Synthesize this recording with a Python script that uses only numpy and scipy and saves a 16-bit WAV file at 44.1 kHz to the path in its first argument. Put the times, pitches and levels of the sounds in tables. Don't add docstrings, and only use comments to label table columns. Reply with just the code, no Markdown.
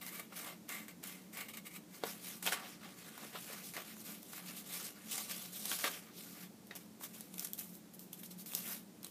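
import sys
import numpy as np
from scipy import signal
from scipy.fft import rfft, irfft
from scipy.io import wavfile
from scipy.ndimage import uniform_filter1d

SR = 44100
rng = np.random.default_rng(int(sys.argv[2]) if len(sys.argv) > 2 else 0)


def boost(x):
    u = np.asarray(x, float) / 20
    return 10 ** u


def to_wav(s):
    ch = np.atleast_2d(s).T
    pcm = np.round(np.clip(ch, -1, 1) * 32767)
    wavfile.write(sys.argv[1], SR, pcm.astype(np.int16))


N = 401310

# start_s, crack_db (peak drive before colouring), note_hz,
# note_db (rms over its first 10 ms), t60_s (decay of the burst)
SNAP_EVENTS = [(0.0646, -34, 2370, -54, 0.014), (0.1955, -41, 2120, -51, 0.015),
               (0.3234, -59, 1280, -53.5, 0.041), (0.691, -30.5, 2110, -65, 0.011),
               (0.8821, -35, 2440, -56, 0.0093), (1.0382, -32, 2230, -58, 0.011),
               (1.372, -33, 2160, -54, 0.008), (1.5706, -40, 2190, -58, 0.014),
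               (2.0368, -31, 4300, -45, 0.0068), (2.4262, -34.5, 2060, -56, 0.022),
               (2.4428, -31, 3060, -58, 0.011), (2.464, -24.5, 2900, -37.5, 0.025),
               (2.4737, -32, 3230, -36, 0.022), (2.5224, -29, 1500, -38.5, 0.0055),
               (2.535, -39, 1170, -49, 0.03), (3.1778, -38, 1460, -53, 0.012),
               (3.2485, -39, 557, -52, 0.0081), (3.3484, -51.5, 550, -52, 0.012),
               (3.4998, -49, 557, -53, 0.02), (3.5323, -35.5, 3220, -54.5, 0.012),
               (3.737, -36, 2160, -54, 0.0091), (3.7661, -33, 2160, -45, 0.009),
               (3.779, -47, 1310, -50, 0.0092), (3.9672, -45, 1600, -61, 0.008),
               (4.0045, -38, 4120, -68, 0.0087), (4.2298, -39.5, 549, -66, 0.01),
               (4.3325, -40, 1360, -56, 0.012), (4.568, -33.5, 3460, -61, 0.01),
               (5.1796, -25, 2270, -48.5, 0.011), (5.2963, -34, 3900, -52, 0.018),
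               (5.6549, -25.5, 4200, -45, 0.015), (5.7146, -30, 1400, -41.5, 0.015),
               (5.7155, -28, 3300, -40, 0.0088), (5.7885, -30, 3970, -51, 0.016),
               (5.8418, -42, 1850, -37.5, 0.011), (6.67, -46, 520, -68, 0.01),
               (6.7095, -55, 2070, -46.5, 0.02), (6.753, -37, 563, -60, 0.012),
               (7.011, -43, 1140, -56.5, 0.016), (7.208, -27, 3670, -56, 0.0066),
               (7.341, -32.5, 614, -61, 0.0083), (7.3812, -29.5, 2270, -57, 0.0098),
               (7.3948, -23, 3700, -54, 0.011), (7.408, -32, 4380, -63, 0.0071),
               (7.447, -26.5, 2310, -62, 0.01), (7.451, -41, 2300, -61, 0.014),
               (7.4715, -33, 1500, -73, 0.01), (7.5335, -22, 3950, -57, 0.0065),
               (7.587, -32, 4460, -54, 0.012), (7.5912, -27, 4180, -57, 0.011),
               (7.5964, -33, 3920, -62, 0.014), (7.7522, -40, 452, -70, 0.011),
               (7.9373, -45, 662, -78, 0.012), (7.9934, -35, 783, -72, 0.0078),
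               (8.1307, -29.5, 3720, -52.5, 0.0098), (8.2328, -41, 3500, -54, 0.015),
               (8.2605, -37.5, 4420, -62, 0.015), (8.46, -38, 2510, -60, 0.012),
               (8.52, -34, 2580, -55, 0.0077), (8.535, -29, 3070, -47.5, 0.0097),
               (8.55, -14.5, 3700, -54, 0.0071), (9.0307, -34, 463, -62, 0.0065),
               (9.0451, -29, 4630, -49.5, 0.014), (9.0668, -36, 3730, -59, 0.012)]
# frequency_hz, relative level_db (per Hz)
SHEAR_COLOUR = [(1200, -25), (2500, -3), (3800, 2.5), (6000, 3.5), (8500, 4.5), (10500, 5), (13000, 7),
                (15000, 5)]


def evened(x):
    return x / np.sqrt(np.mean(x ** 2) + 1e-20)


def read(points, hz):
    f, value = np.transpose(points)
    return np.interp(np.log(hz + 1), np.log(f + 1), value)


def curve(times_s, values):
    return np.interp(np.arange(N) / SR, times_s, values)


def add(mix, start_s, sound):
    part = mix[round(start_s * SR):][:len(sound)]
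    part += sound[:len(part)]


def coloured(x, points):
    level_db = read(points, abs(np.fft.fftfreq(8192, 1 / SR)))
    log_gain = np.log(boost(level_db))
    taps = np.fft.ifft(np.exp(np.conj(signal.hilbert(log_gain)))).real[:4096]
    return signal.oaconvolve(x, taps / np.linalg.norm(taps))[:N]


def resonate(x, hz, width_hz):
    t = np.arange(int(3 * SR / width_hz)) / SR
    taps = np.exp(-np.pi * width_hz * t) * np.sin(2 * np.pi * hz * t)
    return signal.oaconvolve(x, taps / np.linalg.norm(taps))[:N]


def gliding(x, hz, width_hz):
    turn = np.exp(2j * np.pi * np.cumsum(hz) / SR)
    r = np.exp(-np.pi * width_hz / SR)
    return 2 * (turn * signal.lfilter([1 - r], [1, -r], x / turn)).real


def strokes():
    # start_s, rise_s, fade_s, shear_db, rustle_db (drive at the top)
    stroke_events = [(0.0, 0.087, 0.024, -49, -50.5), (0.006, 0.01, 0.064, -51.5, -50.5),
                     (0.061, 0.077, 0.14, -50.5, -51.5), (0.184, 0.011, 0.021, -45.5, -45.5),
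                     (0.286, 0.046, 0.014, -65, -53.5), (0.308, 0.07, 0.19, -48.5, -51.5),
                     (0.363, 0.11, 0.091, -56, -49), (0.673, 0.015, 0.19, -49.5, -46.5),
                     (0.715, 0.034, 0.087, -58, -51.5), (0.877, 0.004, 0.057, -54, -54),
                     (1.019, 0.015, 0.24, -50.5, -53.5), (1.068, 0.0025, 0.022, -44.5, -73.5),
                     (1.302, 0.077, 0.13, -52, -50), (1.318, 0.015, 0.05, -50, -55.5),
                     (1.365, 0.014, 0.018, -53, -48.5), (1.398, 0.011, 0.016, -45.5, -49.0),
                     (1.481, 0.0044, 0.044, -49.5, -53), (1.525, 0.014, 0.037, -52.0, -51),
                     (1.558, 0.013, 0.034, -49, -49), (1.634, 0.032, 0.031, -50, -52.5),
                     (1.657, 0.096, 0.052, -51.5, -55), (1.751, 0.013, 0.016, -54, -48),
                     (1.869, 0.088, 0.071, -53.5, -58.5), (1.992, 0.043, 0.051, -65, -51.5),
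                     (2.026, 0.031, 0.18, -47.5, -51.5), (2.033, 0.004, 0.015, -59, -40.5),
                     (2.142, 0.12, 0.19, -46, -53.5), (2.415, 0.043, 0.12, -39, -47.5),
                     (2.42, 0.0051, 0.038, -45, -50.0), (2.454, 0.009, 0.044, -78.5, -33.5),
                     (2.489, 0.037, 0.035, -39, -39), (2.511, 0.005, 0.3, -54.0, -48.5),
                     (2.637, 0.048, 0.099, -52.0, -75.0), (2.743, 0.1, 0.22, -59.5, -56.5),
                     (2.852, 0.143, 0.095, -55.0, -59.5), (2.974, 0.25, 0.14, -53, -53.5),
                     (3.014, 0.047, 0.094, -54, -57.5), (3.199, 0.19, 0.45, -51.0, -60),
                     (3.302, 0.05, 0.056, -76.5, -47), (3.34, 0.17, 0.19, -53, -51.5),
                     (3.623, 0.021, 0.13, -49.5, -64), (3.625, 0.29, 0.054, -51.5, -55.0),
                     (3.704, 0.039, 0.16, -51, -52.5), (3.758, 0.0065, 0.074, -77.0, -45),
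                     (3.901, 0.1, 0.052, -52.0, -60.0), (4.016, 0.045, 0.19, -48.5, -54.5),
                     (4.087, 0.28, 0.065, -50.0, -59.5), (4.32, 0.17, 0.1, -49, -54.0),
                     (4.325, 0.0082, 0.039, -55, -54.5), (4.34, 0.038, 0.05, -57.5, -52.0),
                     (4.517, 0.059, 0.075, -47, -56.5), (4.56, 0.19, 0.14, -43, -49.5),
                     (4.74, 0.11, 0.09, -44, -51.5), (4.9, 0.06, 0.18, -60.5, -61.5),
                     (4.973, 0.18, 0.21, -42, -51), (5.079, 0.037, 0.04, -40.0, -53),
                     (5.173, 0.005, 0.037, -46.5, -47.0), (5.269, 0.024, 0.28, -44.5, -52),
                     (5.294, 0.014, 0.022, -41.5, -47), (5.38, 0.076, 0.036, -46, -64.5),
                     (5.5, 0.039, 0.21, -46.5, -57.5), (5.508, 0.24, 0.038, -37, -50.0),
                     (5.641, 0.0099, 0.05, -46.0, -48.5), (5.686, 0.027, 0.039, -38, -40.5),
                     (5.745, 0.051, 0.238, -41.0, -49), (5.794, 0.16, 0.068, -52.0, -52.5),
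                     (5.831, 0.01, 0.06, -40.5, -33), (5.97, 0.06, 0.14, -64, -60.0),
                     (6.085, 0.097, 0.26, -52.5, -60.5), (6.112, 0.31, 0.072, -54.5, -57.5),
                     (6.652, 0.019, 0.033, -65.0, -70), (6.705, 0.003, 0.059, -74, -56),
                     (6.748, 0.011, 0.025, -47, -53), (6.751, 0.002, 0.14, -59, -64),
                     (6.979, 0.064, 0.043, -45.5, -51.5), (7.06, 0.03, 0.067, -59, -66.0),
                     (7.125, 0.012, 0.2, -53.0, -61), (7.131, 0.62, 0.065, -59.5, -71.5),
                     (7.243, 0.17, 0.13, -48, -57), (7.442, 0.002, 0.02, -39, -65),
                     (7.528, 0.007, 0.058, -54, -71), (7.563, 0.021, 0.1, -47.5, -58.5),
                     (7.927, 0.01, 0.034, -57, -74), (7.974, 0.023, 0.11, -59.5, -75),
                     (8.105, 0.025, 0.046, -53.5, -67), (8.139, 0.054, 0.038, -56.5, -64),
                     (8.21, 0.026, 0.067, -53, -65.0), (8.293, 0.018, 0.043, -53, -61),
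                     (8.362, 0.034, 0.059, -52, -67), (8.428, 0.13, 0.11, -45.5, -56),
                     (8.449, 0.016, 0.08, -50.5, -60.0), (8.522, 0.17, 0.13, -44.5, -51),
                     (9.011, 0.031, 0.013, -62, -61.5), (9.042, 0.002, 0.098, -55.5, -63.0)]
    held_db, quick_s = -7, 0.045
    power = np.full((2, N), 1e-10)
    for start_s, rise_s, fade_s, shear_db, rustle_db in stroke_events:
        t = np.arange(0, rise_s + 2 * fade_s, 1 / SR)
        swell = np.minimum(t / rise_s, 1) ** 2
        sink = boost(-23 * (np.maximum(t - rise_s, 0) / fade_s) ** 2)
        shape = swell * sink
        waits = [snap[0] - start_s for snap in SNAP_EVENTS]
        freed = [wait for wait in waits if 0 < wait < rise_s + 0.003 < quick_s]
        shape = np.where(t < max(freed, default=0), boost(held_db) * shape, shape)
        add(power[0], start_s, (boost(shear_db) * shape) ** 2)
        add(power[1], start_s, (boost(rustle_db) * shape) ** 2)
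    shear_db, rustle_db = 10 * np.log10(power)
    tight = 2 ** (0.12 * uniform_filter1d(shear_db - rustle_db, size=441))
    bend_hz = np.clip(1500 * tight, 700, 2900)
    return shear_db, rustle_db, bend_hz


def fibres(per_s, spread_db, smooth, clump_db):
    size = boost(spread_db * np.minimum(rng.exponential(1, N), 4))
    breaks = size * (rng.random(N) < per_s / SR)
    bursts = evened(signal.lfilter([1], [1, -np.exp(-1 / (0.00024 * SR))], breaks))
    clumps = evened(signal.lfilter(np.hanning(500), 1, rng.standard_normal(N)))
    rhythm = evened((smooth + bursts) * boost(clump_db * clumps))
    return rhythm * rng.standard_normal((4, N))


def facing(x):
    # time_s, top_db (lift as the edge faces the microphone), full_db (loose paper's body)
    turning = [(0, 4.5, -0.5), (.8, -0.5, -0.5), (1.5, -3, -3), (2.2, 0.5, -1), (2.7, -5, 1.5),
               (3.402, -0.5, 0.5), (4.2, 0, -1), (5.2, -2, 1), (6.1, -1, 1), (6.8, 3, -2), (7.3, -1, -7),
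               (7.8, 6.5, -6), (8.3, 4.5, 1), (9.1, 3.5, -1)]
    time_s, top_db, full_db = np.transpose(turning)
    for kind, hz, lift_db in (("high", 10500, top_db), ("low", 5000, full_db)):
        part = signal.filtfilt(*signal.butter(2, hz, kind, fs=SR), x)
        x = x + (boost(curve(time_s, lift_db)) - 1) * part
    return x


def cut_edge(at_edge, shear_db):
    return facing(coloured(boost(shear_db) * at_edge, SHEAR_COLOUR))


def sheet(flat_drive, bend_drive, bend_hz):
    # frequency_hz, relative level_db (per Hz)
    sheet_colour = [(150, -18.5), (350, -4), (700, 2.5), (980, -4.5), (1180, 2.5), (1400, 0.5), (2200, -2),
                    (3300, -1.5), (5000, -6), (9000, -15)]
    flat = 0.67 * coloured(flat_drive, sheet_colour)
    bent = 0.69 * gliding(coloured(bend_drive, sheet_colour), bend_hz, width_hz=1750)
    return flat + bent


def blades(drive):
    # pitch_hz, width_hz, relative level_db
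    blade_modes = [(1193, 53, -11), (2173, 220, 1), (2750, 150, -9.5), (3670, 98, -16), (7900, 500, -7),
                   (10700, 300, -21), (13700, 830, -3)]
    wander = evened(signal.oaconvolve(rng.standard_normal(N), np.hanning(6000), "same"))
    drift = 1 + 0.02 * wander
    steel = np.zeros(N)
    for hz, width_hz, level_db in blade_modes:
        even_width = np.sqrt(SR / (2 * np.pi * width_hz))
        steel += boost(level_db) * even_width * gliding(drive, hz * drift, width_hz)
    return steel


def creased(x, patchy_db):
    z = signal.stft(x, nperseg=512, noverlap=384)[2]
    patches = rng.standard_normal(z.shape[::-1]).T
    patches = uniform_filter1d(patches, size=14, axis=0)
    patches = evened(uniform_filter1d(patches, size=12, axis=1))
    return signal.istft(z * boost(patchy_db * patches), nperseg=512, noverlap=384)[1][:N]


def cutting():
    # time_s, bite_db (drive against the rustle)
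    blade_bite = [(0, 4), (.3, -3), (.5, -7), (.66, -3), (.75, 5.5), (.9, 3), (1.1, -3.5), (1.4, 1),
                  (1.6, 8), (1.8, 16), (2.0, -12), (9.1, -9.5)]
    shear_db, rustle_db, bend_hz = strokes()
    at_edge, in_sheet, in_bend, in_steel = fibres(per_s=1100, spread_db=3.5, smooth=5.2, clump_db=1.45)
    bite = boost(curve(*np.transpose(blade_bite)))
    free = boost(rustle_db) / np.sqrt(1 + bite ** 2)
    paper = cut_edge(at_edge, shear_db) + sheet(free * in_sheet, free * in_bend, bend_hz)
    near = creased(paper, patchy_db=1.85) + snaps() + blades(free * bite * in_steel)
    return signal.lfilter(*signal.butter(2, 260, "high", fs=SR), near)


def background():
    # pitch_hz, width_hz, level_db (rms)
    fan_bands = [(181.6, 6.8, -61.5), (216.1, 4, -63.5), (299.3, 14, -69.5)]
    # frequency_hz, relative level_db (per Hz)
    air_colour = [(60, -42), (100, -27.5), (150, -14.5), (260, -10), (400, -15.5), (700, -22.5),
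                  (1300, -29), (3000, -32), (7000, -31.5), (12000, -33.5), (15000, -32)]
    hum = np.zeros(N)
    for hz, width_hz, level_db in fan_bands:
        hum += boost(level_db) * evened(resonate(rng.standard_normal(N), hz, width_hz))
    return hum + boost(-60) * coloured(rng.standard_normal(N), air_colour)


def room(x):
    # frequency_hz, t60_s
    room_decay = [(300, .2), (1500, .16), (6000, .12), (14000, .09)]
    taps = np.zeros(SR // 2)
    slots = np.arange(120, len(taps) - 20, 20)
    taps[slots + rng.integers(0, 20, len(slots))] = rng.choice([-1., 1.], len(slots))
    hz, t, z = signal.stft(taps, SR, nperseg=256)
    decay = boost(-60 * t / read(room_decay, hz)[:, None])
    tail = signal.istft(z * decay, SR, nperseg=256)[1]
    return signal.oaconvolve(x, tail / np.linalg.norm(tail))[:N]


def snaps():
    cracks, notes, t = np.zeros(N), np.zeros(N), np.arange(2000) / SR
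    jolts = rng.standard_normal((len(SNAP_EVENTS), len(t)))
    for (start_s, crack_db, hz, note_db, t60_s), jolt in zip(SNAP_EVENTS, jolts):
        onset = 1 - np.exp(-t / 0.00017)
        burst = np.tanh(2 * jolt) * onset * boost(-60 * t / max(t60_s, 0.003))
        tones = np.sin(2 * np.pi * hz * t) + 0.4 * np.sin(2 * np.pi * 1.8 * hz * t)
        ring = np.exp(-np.pi * (200 + 0.15 * hz) * t) * tones
        note = signal.fftconvolve(burst, ring)[:len(t)]
        add(cracks, start_s, boost(crack_db) * burst)
        add(notes, start_s, boost(note_db) * note / note[:SR // 100].std())
    return coloured(cracks, SHEAR_COLOUR) + notes


def knock():
    start_s, tick_db, tick_s = 2.0368, -22.5, 0.00014
    ring_db, ring_hz, ring_t60_s = -20.5, 470, 0.012
    t, out = np.arange(2000) / SR, np.zeros(N)
    tick = boost(tick_db) * np.e * t / tick_s * np.exp(-t / tick_s)
    ring = boost(ring_db - 60 * t / ring_t60_s) * np.sin(2 * np.pi * ring_hz * t)
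    add(out, start_s, tick - ring)
    return out


def scene():
    near = cutting() + knock()
    return (near + boost(-10) * room(near) + background())[None]


def top_cut(x):
    return signal.sosfilt(signal.butter(12, 16340, fs=SR, output="sos"), x)


def record(dry):
    # frequency_hz, gain_db
    band_limit = [(25, -22), (45, -20), (80, 0), (14950, 0), (15150, -40)]
    hz = np.fft.rfftfreq(N, 1 / SR)
    mix = irfft(rfft(dry) * boost(read(band_limit, hz)), N)
    return top_cut(mix)


dry = scene()
out = record(dry)
to_wav(out)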